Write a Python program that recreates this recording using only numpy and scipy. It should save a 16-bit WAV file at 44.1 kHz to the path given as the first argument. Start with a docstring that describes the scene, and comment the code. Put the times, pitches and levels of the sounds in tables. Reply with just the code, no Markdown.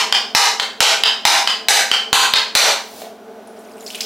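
"""First the dying echo of a chop: a heavy iron blade strikes a hand-held coconut in a bare, ringing room.
Crunch and shell rings make each chop; a lighter tap, a scuff with three bright rings, falls between chops.
The seventh chop splits the shell in snaps and knocks, husk fibres hiss in the palm, and the water starts to
trickle onto a plate as rising bubbles over a spray. Behind, a fan throbs: motor tones and an air wash.
The blows overload the recorder, whose limiter flattens the room's echo into a long crash."""
import sys
import numpy as np
from scipy import signal
from scipy.fft import rfft, irfft, next_fast_len
from scipy.io import wavfile

SR = 44100
rng = np.random.default_rng(int(sys.argv[2]) if len(sys.argv) > 2 else 0)


def wrap_up_sound(samples):
    """Save the sound to the file named by the first command line argument, as 16-bit audio."""
    columns = np.atleast_2d(samples).T
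    # keep every value between -1 and 1, then stretch to whole-number steps
    tamed = np.clip(columns, -1, 1)
    steps = np.round(tamed * 32767).astype(np.int16)
    wavfile.write(sys.argv[1], SR, steps)


N = 178716
TIME = np.arange(N) / SR
BRIEF = TIME[:SR // 8]  # the time axis of one short sound


# Heavy chops on the nut. Each row: start in seconds, level in dB, treble in dB,
# thump in dB relative to the chop.
CHOPS = [(-.095, -3, -1, -45), (0.3496, 6.5, 0, -23), (.805, 4.5, 0.5, -4), (1.2523, 6.5, 1.5, -13),
         (1.685, 3, 5, -14), (2.1294, 4, 1.5, -5), (2.5518, 6, 6, -9.5)]
# Resonances of the shell under the blade. Each row: pitch in Hz, level in dB, 60 dB decay time in s.
SHELL_RINGS = [(866, -9, 0.0098), (1563, -17.5, 0.048), (2435, -16.5, 0.021), (3140, -9.5, 0.0037),
               (4190, -7.5, 0.0026), (5230, -10, 0.0046)]
# Spectrum of the breaking husk and shell. 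Each row: frequency in Hz, level in dB per Hz.
CRACK_SPECTRUM = [(20, -41), (130, -40), (250, -20.5), (450, -14), (750, -6), (1200, 0), (2000, 0.5),
                  (4000, 1.5), (6000, -3.5), (9000, -9), (13500, -18), (15000, -18), (16000, -77)]


def chops(treble_hz=4500, push_s=0.0012, room_db=8):
    """The blade bites through the husk, rings the shell and shoves the nut into the palm."""
    out = np.zeros((2, N))
    for start_s, db, treble_db, thump_db in CHOPS:
        shell = 0
        for hz, ring_db, t60 in SHELL_RINGS:
            # each ring varies by about 1 dB from blow to blow
            shell = shell + from_db(ring_db + rng.normal()) * ring(hz, t60)
        blow = burst(crack(CRACK_SPECTRUM, t60=0.017, grit_db=12.5) + shell)
        treble = blow - lag(blow, corner(treble_hz))
        blow = blow + (from_db(treble_db) - 1) * treble
        add(out, start_s, from_db(db) * blow, room_db)
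        # the shove is one brief push of air, nearly without echo
        push = np.exp(-BRIEF / push_s)
        add(out, start_s, from_db(db + thump_db) * push, room_db=-30)
    return out


# Light taps between the chops. Each row: start in seconds, level in dB, spot touched from 0 to 1,
# clatter in dB.
TAPS = [(.125, -12, 0.07, 2), (.598, -13.5, 0.98, -8.5), (1.0362, -9, 0.18, 0.5), (1.474, -11.5, 0.2, -3.5),
        (1.915, -10, 0.1, -18), (2.337, -7, 0.78, 2.5)]
# Spectrum of a tap's scuff. Each row: frequency in Hz, level in dB per Hz.
SCUFF_SPECTRUM = [(20, -68), (130, -36.5), (300, -19), (800, -0.5), (1300, 0), (2700, 0), (5500, -10),
                  (7500, -11), (11000, -22), (15000, -28)]
# From spot 0 to spot 1 the main ring weakens and the two higher ones close in; these are set at spot 0.
MAIN_RING_HZ, MIDDLE_RING_HZ, UPPER_RING_HZ = 3110, 3352, 4947
MAIN_RING_DB, UPPER_RING_DB = 6.5, 2
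SPOT_LOSS_DB, MIDDLE_RISE_OCTAVES, UPPER_FALL_OCTAVES = 5.5, 0.13, 0.212
# A clattering contact feeds the higher rings and damps the main one: shares of the clatter's dB.
UPPER_FOLLOWS, DAMPING_FOLLOWS = 0.36, 0.37


def taps(room_db=0.5, main_t60=0.011, middle_t60=0.015, upper_t60=0.015, scuff_db=1.5):
    """Light contacts: a short scuff and three bright rings whose mix depends on the spot touched."""
    out = np.zeros((2, N))
    for start_s, db, spot, clatter_db in TAPS:
        scuff = from_db(scuff_db) * crack(SCUFF_SPECTRUM, t60=0.021, grit_db=28)

        damped_t60 = main_t60 / from_db(DAMPING_FOLLOWS * clatter_db)
        main = from_db(MAIN_RING_DB - SPOT_LOSS_DB * spot) * ring(MAIN_RING_HZ, damped_t60)

        middle_hz = MIDDLE_RING_HZ * 2 ** (MIDDLE_RISE_OCTAVES * spot)
        middle = from_db(clatter_db) * cluster(middle_hz, middle_t60)

        upper_hz = UPPER_RING_HZ / 2 ** (UPPER_FALL_OCTAVES * spot)
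        upper_db = UPPER_RING_DB + UPPER_FOLLOWS * clatter_db
        upper = from_db(upper_db) * cluster(upper_hz, upper_t60)
        add(out, start_s, from_db(db) * (scuff + main - middle - upper), room_db)
    return out


# The shell tearing open and shifting in the hand. Each row: start in seconds, snap level in dB,
# hollow knock level in dB, knock pitch in Hz.
SPLITS = [(2.556, -6, -4.5, 612), (2.597, 0, -5.5, 665), (2.642, -11, -11.5, 562), (2.659, -5.5, -12, 840),
          (3.018, -33.5, -30, 674), (3.036, -53, -36, 676)]


def splits():
    """The crack runs on in snaps, and the opened nut knocks hollow."""
    out = np.zeros((2, N))
    for start_s, snap_db, knock_db, knock_hz in SPLITS:
        snap = from_db(snap_db) * crack(CRACK_SPECTRUM, t60=0.043, grit_db=10)
        knock = from_db(knock_db) * ring(knock_hz, t60=0.015)
        add(out, start_s, snap + knock, room_db=1.0)
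    return out


# Spectrum of the rubbing husk. Each row: frequency in Hz, level in dB per Hz.
HUSK_SPECTRUM = [(100, -1), (700, 17), (1500, -4.5), (4000, 5), (8000, 0), (15000, 0.5)]
# The husk rubs in the palm ever harder until the nut settles; its level peaks at the stop.
RUB_START_S, RUB_STOP_S, RUB_PEAK_DB = 2.72, 3.01, -31.5
RUB_SWELL_DB_PER_S, RUB_RELEASE_DB_PER_S = 55, 165


def husk():
    """Fibres rub in the palm: a hiss that swells after the last chop and dies when the nut settles."""
    swell_db = RUB_SWELL_DB_PER_S * (RUB_STOP_S - TIME)
    release_db = RUB_RELEASE_DB_PER_S * (TIME - RUB_STOP_S)
    level = from_db(RUB_PEAK_DB - np.maximum(swell_db, release_db))
    hiss = rms_one(colour(diffuse(N), HUSK_SPECTRUM))
    return ramp(RUB_START_S, attack_s=0.063) * level * hiss


# Big drops on the plate. Each row: start in seconds, level in dB, starting pitch of the bubble in Hz.
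DROPS = [(3.473, -45.5, 10400), (3.772, -54, 2780), (3.807, -38.5, 7000), (3.8637, -30, 4920),
         (3.877, -33, 4180), (3.903, -31.5, 2570), (3.9468, -28, 2580), (3.953, -31.5, 2360),
         (4.006, -24.5, 2720), (4.007, -20.5, 4600)]
# Spectrum of a drop's splat. Each row: frequency in Hz, level in dB per Hz.
SPLAT_SPECTRUM = [(300, -19), (1500, -8.5), (3000, -6), (7000, 2), (10000, -8), (15000, -5)]
# Spectrum of the fine spray. Each row: frequency in Hz, level in dB per Hz.
SPRAY_SPECTRUM = [(300, -8), (1500, 8), (3000, 2), (6000, 2), (10000, 8), (15000, 3)]
# A bubble climbs faster the lower it starts and the harder its drop falls; the rate is a typical drop's.
TYPICAL_DROP_DB, TYPICAL_BUBBLE_HZ, RISE_OCTAVES_PER_S = -29, 3020, 110
RISE_FOLLOWS, RISE_PITCH_POWER, BUBBLE_T60_S = 0.78, 1.8, 0.027
# The water first seeps thinly; when the crack gives way the flow swells evenly to a pour.
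SEEP_S, SEEP_ATTACK_S, SEEP_DB = 3.54, 0.055, -51.5
POUR_S, POUR_ATTACK_S, POUR_DB = 3.767, 0.23, -38


def water():
    """Big drops strike the plate, and thin streams patter over a fine spray."""
    return big_drops() + streams()


def big_drops(splat_db=-4, droplet_db=-10, scatter_s=0.014):
    """Each drop splats, traps a bubble that rises in pitch, and throws off three droplets."""
    out = np.zeros((2, N))
    for start_s, db, hz in DROPS:
        pitch_factor = (TYPICAL_BUBBLE_HZ / hz) ** RISE_PITCH_POWER
        force_factor = from_db(RISE_FOLLOWS * (db - TYPICAL_DROP_DB))
        rise = RISE_OCTAVES_PER_S * pitch_factor * force_factor
        splat = crack(SPLAT_SPECTRUM, t60=0.048, grit_db=10)
        drop = ring(hz, BUBBLE_T60_S, rise) + from_db(splat_db) * splat
        for late, pitch in rng.random((3, 2)):
            droplet_hz = hz * 1.6 ** (2 * pitch - 0.5)
            droplet = ring(droplet_hz, BUBBLE_T60_S / 2, rise / 2)
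            drop = drop + from_db(droplet_db) * np.roll(droplet, int(late * scatter_s * SR))
        add(out, start_s, from_db(db) * drop, room_db=-5.5)
    return out


def streams(drops_per_s=450, spread_db=3.5, spray_db=-2):
    """Many small bubbles at random times and pitches patter over a hiss of spray as the flow grows."""
    patter = np.zeros(N + len(BRIEF))
    for place, pitch, size in rng.random((int(drops_per_s * N / SR), 3)):
        hz = 2000 * 6 ** pitch
        first = int(place * N)
        # a few bubbles stand out well above the rest
        level_db = -spread_db * np.log(max(size, 0.02))
        patter[first:first + len(BRIEF)] += from_db(level_db) * ring(hz, t60=30 / hz, rise=29)
    spray = from_db(spray_db) * rms_one(colour(diffuse(N), SPRAY_SPECTRUM))
    seep = from_db(SEEP_DB) * ramp(SEEP_S, SEEP_ATTACK_S)
    pour = from_db(POUR_DB) * ramp(POUR_S, POUR_ATTACK_S)
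    return (seep + pour) * rms_one(rms_one(patter[:N]) + spray)


# Tones of the fan motor. Each row: pitch in Hz, level in dB, depth of the throb from 0 to 1.
MOTOR_TONES = [(197, -54.5, 0.15), (220.3, -47.5, 0), (242, -55.5, 0), (261, -52.5, 0.03), (413.6, -47, 1),
               (443.7, -46.5, 0.05), (447.8, -47, 0.24), (620, -52, 0.4), (680, -51, 0.4),
               (844, -55.5, 0.2), (1490, -59, 0.2), (5760, -69, .4)]
# Spectrum of the air chopped by the blades. Each row: frequency in Hz, level in dB per Hz.
WASH_SPECTRUM = [(150, -60), (330, -8), (420, -3), (520, -16.5), (680, 5.5), (900, -19), (1500, -15),
                 (3000, -53)]
# Spectrum of the room's steady rush. Each row: frequency in Hz, level in dB per Hz.
AIR_SPECTRUM = [(20, -16), (50, -10), (100, -3), (160, -7), (230, 1.5), (330, 5), (700, 9.5), (1000, 1.5),
                (1500, -1.5), (2000, -7.5), (4000, -12.5), (8000, -20), (16000, -21.5)]
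# The fan's blades pass at a steady rate; one of the throbs peaks at THROB_S.
BLADE_PASS_HZ, THROB_S = 10.82, 3.49


def fan(wash_db=-47, wash_depth=0.21, sway=2.6, air_db=-42.5, waver=0.85, waver_s=0.043):
    """Motor tones and a wash of air, both chopped by the passing blades, over the room's steady rush."""
    throb = np.cos(2 * np.pi * BLADE_PASS_HZ * (TIME - THROB_S))
    hum = 0
    for hz, db, depth in MOTOR_TONES:
        # tones that the blades scatter most also waver most
        wander = waver * rms_one(lag(lag(rng.standard_normal(N), waver_s), waver_s))
        phase = 2 * np.pi * (hz * TIME + rng.random()) + depth * (sway * throb + wander)
        hum = hum + from_db(db) * np.sqrt(2) * (1 + depth * throb) * np.sin(phase)
    wash = from_db(wash_db) * rms_one(colour(diffuse(N), WASH_SPECTRUM)) * (1 + wash_depth * throb)
    air = from_db(air_db) * rms_one(colour(diffuse(N), AIR_SPECTRUM))
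    return hum + wash + air


# How the bare room dies away. Each row: frequency in Hz, 60 dB decay time in s.
ROOM_DECAY = [(100, 0.28), (700, 0.4014), (1500, 0.405), (3500, 0.3718), (6000, 0.3833), (10000, 0.3085),
              (16000, 0.33)]
# Standing waves between the walls. Each row: pitch in Hz, level in dB.
STANDING_WAVES = [(443, -19.5), (528, -25.5), (665, -24), (802, -22.5), (959, -24.5), (1044, -22.5),
                  (1557, -28), (1668, -28.5), (2162, -32)]
WALL_DELAY_S, EARLY_DB = 0.02, -5.5


def room_echo(mode_t60=0.49, build_s=0.0021):
    """Stereo response of the room: weak early scatter, then the walls answer and die away band by band."""
    t, hz = TIME[:SR], np.fft.rfftfreq(SR, 1 / SR)
    noise = rfft(diffuse(SR))
    centres = np.array(ROOM_DECAY)[:, 0]
    tail = 0
    # each band fades into its neighbours
    for share, (_, t60) in zip(np.eye(len(centres)), ROOM_DECAY):
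        band = irfft(noise * at_hz(np.c_[centres, share], hz), SR)
        tail = tail + band * from_db(-60 * t / t60)
    for mode_hz, db in STANDING_WAVES:
        mode = np.sin(2 * np.pi * (mode_hz * t + rng.random()))
        tail = tail + from_db(db) * mode * from_db(-60 * t / mode_t60)
    walls_s = [WALL_DELAY_S - build_s, WALL_DELAY_S + build_s]
    tail = tail * from_db(np.interp(t, walls_s, [EARLY_DB, 0]))
    return tail / np.sqrt(np.sum(tail ** 2) / 2)


def add(out, start_s, sound, room_db, shade_hz=7000):
    """Place a short sound in the room; the nut shades its direct treble and moves, so each echo is new."""
    heard = from_db(room_db) * signal.fftconvolve(sound[None], room_echo(), axes=1)
    heard[:, :len(sound)] += lag(sound, corner(shade_hz))
    start = round(start_s * SR)
    # a sound that starts before time 0 is heard only from there on
    heard = heard[:, max(-start, 0):N - start]
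    first = max(start, 0)
    out[:, first:first + heard.shape[1]] += heard


# Left-right likeness of diffuse sound at the microphones. Each row: frequency in Hz, likeness from 0 to 1.
LIKENESS = [(40, .75), (130, .88), (300, .994), (700, .998), (1400, .997), (2800, .972), (5600, .92),
            (10000, .82), (15000, .58)]


def diffuse(size):
    """White stereo noise, most alike in the low middle, a little less in the deep bass, least in the treble."""
    alike = np.clip(at_hz(LIKENESS, np.fft.rfftfreq(size, 1 / SR)), 0, 1)
    mid, side = rfft(rng.standard_normal((2, size)))
    shared = np.sqrt((1 + alike) / 2) * mid
    opposed = np.sqrt((1 - alike) / 2) * np.array([side, -side])
    return irfft(shared + opposed, size)


def ring(hz, t60, rise=0):
    """A struck resonance that builds up over about a cycle; a bubble also rises, in octaves per second."""
    pitch = hz * 2 ** (rise * np.minimum(BRIEF, t60))
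    cycles = np.cumsum(np.minimum(pitch, SR / 2)) / SR
    return burst(np.sin(2 * np.pi * cycles) * (1 - np.exp(-cycles)) * from_db(-60 * BRIEF / t60))


def cluster(hz, t60, spread=0.16, count=6):
    """Close modes of an uneven body, strongest in the middle, which blur into one broad ring."""
    modes = hz * (1 + spread * np.linspace(-1, 1, count))
    strengths = np.hanning(count + 2)[1:-1] * rng.choice([-1, 1], count)
    return burst(sum(strength * ring(mode, t60) for strength, mode in zip(strengths, modes)))


def crack(spectrum, t60, grit_db):
    """A sharp contact and the crunch of fibres; so many break that no pitch stands out."""
    contact = burst(1.0 * (BRIEF == 0))
    grit = burst(rng.standard_normal(len(BRIEF)) * from_db(-60 * BRIEF / t60))
    snaps = rfft(contact + from_db(grit_db) * grit)
    # keep the phases, level the spectrum, and stop at t60
    even = irfft(snaps / np.abs(snaps), len(BRIEF)) * (BRIEF < t60)
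    return burst(colour(even, spectrum))


def colour(x, spectrum):
    """Causal (minimum-phase) filter with the given spectrum, made by folding its cepstrum."""
    size = 2 * next_fast_len(x.shape[-1])
    gain = from_db(at_hz(spectrum, np.fft.rfftfreq(size, 1 / SR)))
    cepstrum = irfft(np.log(gain))
    causal = 2 * cepstrum[:size // 2] * (np.arange(size // 2) > 0)
    response = np.exp(rfft(causal, size))
    return irfft(rfft(x, size) * response)[..., :x.shape[-1]]


def at_hz(points, hz):
    """Read a table on a log-frequency axis."""
    table = np.array(points)
    return np.interp(np.log(np.maximum(hz, 1)), np.log(table[:, 0]), table[:, 1])


def lag(x, seconds):
    """One-pole smoothing."""
    r = np.exp(-1 / (seconds * SR))
    return signal.lfilter([1 - r], [1, -r], x)


def corner(hz):
    """Smoothing time in seconds of a one-pole filter with this corner frequency."""
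    return 1 / (2 * np.pi * hz)


def ramp(start_s, attack_s):
    """Rise evenly from 0 to 1, then hold."""
    return np.clip((TIME - start_s) / attack_s, 0, 1)


def from_db(db):
    """Decibels to gain."""
    return 10 ** (np.asarray(db) / 20)


def rms_one(x):
    """Scale to rms 1."""
    return x / np.sqrt(np.mean(x ** 2) + 1e-20)


def burst(x):
    """Scale a short sound to the energy of 10 ms at rms 1."""
    return x / np.sqrt(np.sum(x ** 2) / (SR / 100))


def scene():
    """Blows, splitting shell, rubbing husk, water and fan."""
    return chops() + taps() + splits() + husk() + water() + fan()


def hold(db, fall_db_per_s):
    """Follow every rise at once, and fall no faster than the given rate."""
    return np.maximum.accumulate(db + fall_db_per_s * TIME) - fall_db_per_s * TIME


def limiter(x, limit_db=-11.5, attack_s=0.00057, fast_db_per_s=520, slow_db_per_s=8,
            slow_share=0.39, memory_s=0.053):
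    """Gain falls in milliseconds and springs back; a part built up by long loud sounds returns slowly."""
    power = lag(np.mean(x ** 2, axis=0), seconds=0.0045)
    level_db = 10 * np.log10(power + 1e-12)
    excess_db = np.maximum(level_db - limit_db, 0)
    fast = lag(hold(excess_db, fast_db_per_s), attack_s)
    slow = hold(slow_share * lag(fast, memory_s), slow_db_per_s)
    return x * from_db(-np.maximum(fast, slow))


def record(dry, top=1.0, low_cut_hz=80, cutoff_hz=15900, left_db=-0.3):
    """The front of each blow slips past the limiter and saturates; the deep bass and the top are cut."""
    held = limiter(dry) * from_db([[left_db], [0]])
    clipped = held / (1 + (held / top) ** 4) ** (1 / 4)
    thinned = clipped - lag(clipped, corner(low_cut_hz))
    top_cut = signal.ellip(10, 0.2, 95, cutoff_hz, fs=SR, output="sos")
    return signal.sosfilt(top_cut, thinned)


dry = scene()
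out = record(dry)
wrap_up_sound(out)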